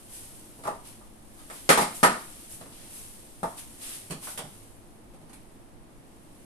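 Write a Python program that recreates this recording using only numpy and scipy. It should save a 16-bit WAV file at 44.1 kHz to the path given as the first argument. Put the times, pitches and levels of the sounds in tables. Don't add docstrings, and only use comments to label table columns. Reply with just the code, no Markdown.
import sys
import numpy as np
from scipy import signal
from scipy.fft import rfft, irfft, next_fast_len
from scipy.io import wavfile

SR = 44100
rng = np.random.default_rng(int(sys.argv[2]) if len(sys.argv) > 2 else 0)


def output_pcm(signal):
    pcm = np.clip(np.atleast_2d(signal).T, -1, 1) * 32767
    wavfile.write(sys.argv[1], SR, np.round(pcm).astype(np.int16))


N = 284430
TIME = np.arange(N) / SR


def cake_pan():
    # t/s, relative level/dB, contact cut-off/Hz, thump/dB, metallic tick/dB, struck spot/Hz, rebounds
    pan_blows = [ (0.590, -36, 1000, 8, -8, 500, 0), (0.637, -29.5, 1300, 6, -2, 500, 0),
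                 (0.652, -21, 1390, 2, -13, 413, 2), (0.672, -24, 1860, 0.5, -3.5, 165, 0),
                 (0.677, -12.5, 1060, -17, -28, 940, 0), (1.012, -41, 1400, 10, -22.5, 860, 0),
                 (1.390, -43.5, 1200, -1, 8, 990, 0), (1.500, -26, 2220, 2.5, -6, 577, 0),
                 (1.6912, 0.4, 2060, 1, -1.5, 500, 3), (1.775, -4.5, 1180, -1, -5.5, 870, 1),
                 (1.812, -14.5, 1000, 11.5, 0.5, 230, 1), (2.030, -5, 2020, 10, -2.5, 1000, 0),
                 (2.035, -0.5, 1790, -5, -8, 235, 1), (2.612, -36, 1300, 19, 1, 553, 0),
                 (2.660, -40.5, 1200, 19.5, -13, 252, 0), (3.431, -11.5, 1100, 3, -14.5, 880, 0)]
    # f/Hz, width/Hz, added level/dB
    pan_body = [(168, 18, -1.5), (260, 16, -14), (654, 44, 2.5), (710, 36, 2.5), (903, 37, -5.5),
                (990, 24, -16), (1199, 54, -15), (1220, 59, -4), (1820, 360, -4), (1820, 68, -18)]
    # f/Hz, relative level/dB, t60/s
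    pan_modes = [(235, -33, 0.12), (407, 3, 0.3), (509.6, 3, 0.094), (657, -9.5, 0.4), (640, -6, 0.11),
                 (739, -28, 0.24), (829.4, 10, 0.18), (907, 0, 0.18), (940, -2, 0.19), (980, 5.5, 0.22),
                 (1163, 8, 0.21), (1260, -27, 0.25), (1250, -6, 0.37), (1260, 8, 0.29), (1346, -1, 0.084),
                 (1494, -6, 0.4), (1600, -21, 0.14), (1575, -8, 0.44), (1800, 5, 0.11), (1900, -26, 0.29),
                 (2130, -6.5, 0.45)]
    return struck(with_rebounds(pan_blows), pan_body, pan_modes, lag_s=0.00021,
                  direct_db=11.5, room_db=-11.5, ring_db=-34.5, balance_db=0.5)


def oven_door():
    # t/s, relative level/dB, contact cut-off/Hz, thump/dB, metallic tick/dB, struck spot/Hz
    door_blows = [ (4.100, -20, 630, 15, -4, 168), (4.108, -21.5, 1990, -7, 5, 390),
                  (4.119, -29, 1600, 18.5, -9, 138), (4.224, -34, 2000, 7, -3, 950),
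                  (4.272, -22.5, 2400, -15, -23, 1480), (4.376, -22.5, 1500, -16, 8.5, 930),
                  (4.390, -18, 1030, -17, -14, 660), (4.440, -39.5, 800, 26.5, -18, 198),
                  (5.137, -40, 920, 17, 0.5, 500), (5.215, -32.5, 686, 4, -11, 230),
                  (5.295, -37.5, 1800, -4, 1.5, 795), (5.331, -33.5, 2300, 4, 3, 9900)]
    # f/Hz, width/Hz, added level/dB
    door_body = [(143, 32, 8), (597, 45, -4), (810, 105, -1), (960, 39, -12)]
    # f/Hz, relative level/dB, t60/s
    door_modes = [(612, 3, 0.25), (640, 2, 0.24), (760, 11, 0.14), (1000, 1, 0.15)]
    return struck(door_blows, door_body, door_modes, lag_s=0.00003,
                  direct_db=5.0, room_db=-15.5, ring_db=-41.0, balance_db=-1.5)


def with_rebounds(blows):
    gap_s, loss_db, lighter_thump_db = 0.0082, 4, 6.0
    pitch_ratio = 0.82
    touches = []
    for s, level_db, cutoff_hz, thump_db, tick_db, spot_hz, rebounds in blows:
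        touches.append((s, level_db, cutoff_hz, thump_db, tick_db, spot_hz))
        for k in range(1, round(rebounds) + 1):
            rebound_s = s + k * gap_s
            rebound_db = level_db - k * loss_db
            rim_hz = cutoff_hz * pitch_ratio ** k
            touches.append((rebound_s, rebound_db, cutoff_hz, thump_db - lighter_thump_db, tick_db, rim_hz))
    return touches


def struck(blows, body, modes, lag_s, direct_db, room_db, ring_db, balance_db, near_db=-2.5, near_s=0.041):
    # f/Hz, level/dB
    sheet = [(50, -16.5), (110, -14), (175, -3), (230, -2), (310, -3), (480, 3), (700, -1), (1000, 1.5),
             (1350, 2.5), (1600, -4.5), (1900, -3.5), (2800, -8), (6000, -12.5), (14000, -13.5)]
    t, lag = TIME[:24000], round(lag_s * SR)
    clatter, rings = np.zeros((2, 2, N))
    crack = np.zeros((2, len(t)))
    crack[0, 0] = crack[1, lag] = from_db(direct_db)
    reflected = from_db(room_db) * (1 + from_db(near_db) * np.exp(-(t / near_s) ** 2))
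    hz, mode_db, t60_s = np.transpose(modes + overtones())
    decay_and_spin = 2j * np.pi * hz - np.log(1000) / t60_s
    waves = from_db(mode_db)[:, None] * np.exp(np.outer(decay_and_spin, t))

    for (s, level_db, *touch), tail in zip(blows, room_tails(t, count=len(blows))):
        force = from_db(level_db) * contact(*touch)[None]
        tail = np.array([tail[0], np.roll(tail[1], lag)])
        add(clatter, signal.fftconvolve(crack + reflected * tail, force), s)
        ring = from_db(ring_db) * ringing(waves, hz, lag_s)
        add(rings, signal.fftconvolve(ring, force), s)

    balance = from_db([[balance_db / 2], [-balance_db / 2]])
    return (resonant(coloured(clatter, sheet), body) + rings) * balance


def contact(cutoff_hz, thump_db, tick_db, spot_hz, spot_db=0.0, spot_q=7.3, chatter_db=-3.0, chatter_s=0.0049):
    click = signal.unit_impulse(2048)
    chatter = rng.standard_normal(len(click)) ** 3 * np.exp(-TIME[:len(click)] / chatter_s)
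    chatter = from_db(chatter_db) * chatter / np.linalg.norm(chatter)
    push = cut(click, cutoff_hz, "low", order=4)
    thump = from_db(thump_db) * cut(click, hz=230, kind="low")
    tick = from_db(tick_db) * cut(click + chatter, hz=2300, kind="high")
    return resonant(push + thump + tick, [(spot_hz, spot_hz / spot_q, spot_db)])


def ringing(waves, hz, lag_s, spread_db=3.5, swell_s=0.00081):
    strength = from_db(spread_db * rng.standard_normal(len(hz)))
    left_lead_cycles = hz * lag_s * rng.uniform(0, 2.16, len(hz)) * [[1], [0]]
    phase = 2 * np.pi * (rng.random(len(hz)) + left_lead_cycles)
    swell = 1 - np.exp(-TIME[:waves.shape[1]] / swell_s)
    return (strength * np.exp(1j * phase) @ waves).real * swell


def overtones(level_db=-15.0, t60_s=0.45, count=44):
    hz = np.geomspace(2300, 9300, count) * rng.uniform(0.988, 1.012, count)
    return [(f, level_db, t60_s) for f in hz]


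def room_tails(t, count):
    # f/Hz, t60/s
    room_t60 = [(125, 0.29), (250, 0.41), (500, 0.36), (1000, 0.41), (2500, 0.4), (6000, 0.41),
                (12000, 0.2)]
    field = rfft(diffuse(apart_hz=880, size=count * len(t)).reshape(2, count, len(t)))
    bin_hz = np.arange(field.shape[-1]) * SR / len(t)
    octave = np.round(np.log2(np.maximum(bin_hz, 125) / 125))
    tails = 0
    for k in range(8):
        decay = np.exp(-np.log(1000) * t / at_hz(room_t60, 125 * 2 ** k))
        tails = tails + irfft(field * (octave == k)) * decay
    return tails.swapaxes(0, 1)


def rustle():
    # t/s, relative level/dB
    bustle = [(0.0, -58.5), (0.36, -57.5), (0.8, -61.5), (1.2, -65.5), (1.46, -57.5), (1.92, -50),
              (2.42, -53.5), (2.69, -57.5), (2.9, -53.5), (3.39, -60), (3.7, -56), (4.55, -57.5),
              (4.8, -66), (5.15, -69.5), (5.42, -66.5), (5.8, -71), (6.4, -64.5)]
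    # start/s, attack/s, hold/s, fade/(dB/s), relative swish/dB, scuff re swish/dB before trims
    strokes = [ (0.058, 0.1, .01, 58, -48.5, -9.5), (0.825, 0.045, 0.013, 107, -53.5, -4.5),
               (1.484, 0.063, 0.036, 139, -51.5, -6), (1.926, 0.039, .005, 186, -43.5, -13),
               (2.465, 0.074, 0.0058, 230, -47, -13), (2.71, 0.017, 0.12, 82, -70.5, 8.5),
               (2.862, .12, .01, 65, -49, -10.5), (3.43, 0.055, .07, 103, -58.5, -10),
               (3.563, 0.021, 0.012, 206, -46, -6.5), (3.775, 0.069, 0.11, 127, -45.5, -5.5),
               (4.199, 0.051, 0.072, 200, -45, -7.5)]
    # f/Hz, level/dB
    swish_spectrum = [(2000, -49), (5000, -8), (7500, -3.5), (10000, -0.5), (14000, -2.5)]
    # f/Hz, level/dB
    scuff_spectrum = [(200, -10), (700, -3), (1600, -1.5), (3000, 2.5), (5500, -1), (9000, -14),
                      (14000, -42)]
    swish_power = from_db(np.interp(TIME, *np.transpose(bustle))) ** 2
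    scuff_power = swish_power * from_db(-7) ** 2
    for *shape, swish_db, scuff_db in strokes:
        power = (from_db(swish_db) * stroke(*shape)) ** 2
        swish_power = swish_power + power
        scuff_power = scuff_power + power * from_db(scuff_db) ** 2
    swish = rubbing(swish_spectrum, 10 * np.log10(swish_power) + 2.0, grain_db=0.9)
    scuff = rubbing(scuff_spectrum, 10 * np.log10(scuff_power) + 3.0, grain_db=0.65)
    return swish + scuff


def stroke(start_s, attack_s, hold_s, fade_db_per_s):
    t = TIME - start_s
    attack = np.sin(np.pi / 2 * np.clip(t / attack_s, 0, 1)) ** 2
    return attack * from_db(-fade_db_per_s * np.maximum(t - attack_s - hold_s, 0))


def rubbing(spectrum, level_db, grain_db, grains_per_s=300):
    count = int(grains_per_s * N / SR)
    grains = np.interp(TIME, np.linspace(0, N / SR, count), rng.standard_normal(count))
    noise = diffuse(apart_hz=500) * from_db(grain_db * grains)
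    return from_db(level_db) * rms_one(coloured(noise, spectrum))


def kitchen(air_db=-55.0, tones_db=-1.5, draught_db=-55.0):
    # f/Hz, level/dB
    air_spectrum = [(19, -23), (32, -10), (54, 0.5), (70, -30), (92, -2), (194, -3.5), (291, -0.5),
                    (400, -8.5), (671, -11), (768, -12.5), (841, -13), (1410, -21), (1770, -22.5),
                    (7000, -37), (9100, -62), (15400, -120)]
    # f/Hz, rms level before tones_db trim/dB
    low_tones = [(102.3, -66.5), (222, -66), (345, -68)]
    tones = 0
    for hz, db in low_tones:
        tones = tones + from_db(db + tones_db) * np.sqrt(2) * np.sin(2 * np.pi * (hz * TIME + rng.random()))
    air = rms_one(coloured(diffuse(apart_hz=460), air_spectrum))
    draught = rms_one(cut(rng.standard_normal((2, N)), hz=29.6, kind="low"))
    return from_db(air_db) * air + tones + from_db(draught_db) * draught


def from_db(db):
    return 10 ** (np.asarray(db) / 20)


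def rms_one(x):
    return x / np.sqrt(np.mean(x ** 2) + 1e-20)


def at_hz(points, hz):
    known_hz, values = np.transpose(points)
    return np.interp(np.log(np.maximum(hz, 1)), np.log(known_hz), values)


def cut(x, hz, kind, order=2):
    sos = signal.butter(order, np.clip(hz, 10, SR / 2 - 10), kind, fs=SR, output="sos")
    return signal.sosfilt(sos, x)


def coloured(x, spectrum):
    size = 2 * next_fast_len(x.shape[-1] // 2 + SR // 10)
    gain = from_db(at_hz(spectrum, np.arange(size // 2 + 1) * SR / size))
    cepstrum = irfft(np.log(gain))
    cepstrum[1:size // 2] *= 2
    cepstrum[size // 2 + 1:] = 0
    return irfft(rfft(x, size) * np.exp(rfft(cepstrum)))[..., :x.shape[-1]]


def resonant(x, peaks):
    total = x
    for hz, width_hz, db in peaks:
        b, a = signal.iirpeak(hz, hz / width_hz, fs=SR)
        total = total + from_db(db) * signal.lfilter(b, a, x)
    return total


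def diffuse(apart_hz, size=N):
    mid, side = rng.standard_normal((2, size))
    side = cut(side, apart_hz, "high") + 0.017 * side
    return (mid + side * [[1], [-1]]) / np.sqrt(2)


def add(track, sound, start_s):
    start = round(start_s * SR)
    track[:, start:start + sound.shape[1]] += sound[:, :N - start]


def scene():
    return cake_pan() + oven_door() + rustle() + kitchen()


def record(dry):
    # f/Hz, level/dB
    left_port = [(5500, 1), (7200, 3), (9300, 3.5), (10800, 11.5), (12000, 5), (14000, -3.5)]
    # f/Hz, level/dB
    right_port = [(5500, 1.5), (7500, 4.5), (8600, 12.5), (9700, 6), (11300, -4.5), (14000, -8.5)]
    heard = np.array([coloured(dry[0], left_port), coloured(dry[1], right_port)])
    heard = heard / (1 + (heard / 0.8) ** 4) ** 0.25
    top_cut = signal.ellip(12, 0.1, 90, 14250, fs=SR, output="sos")
    return signal.sosfilt(top_cut, heard)


dry = scene()
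out = record(dry)
output_pcm(out)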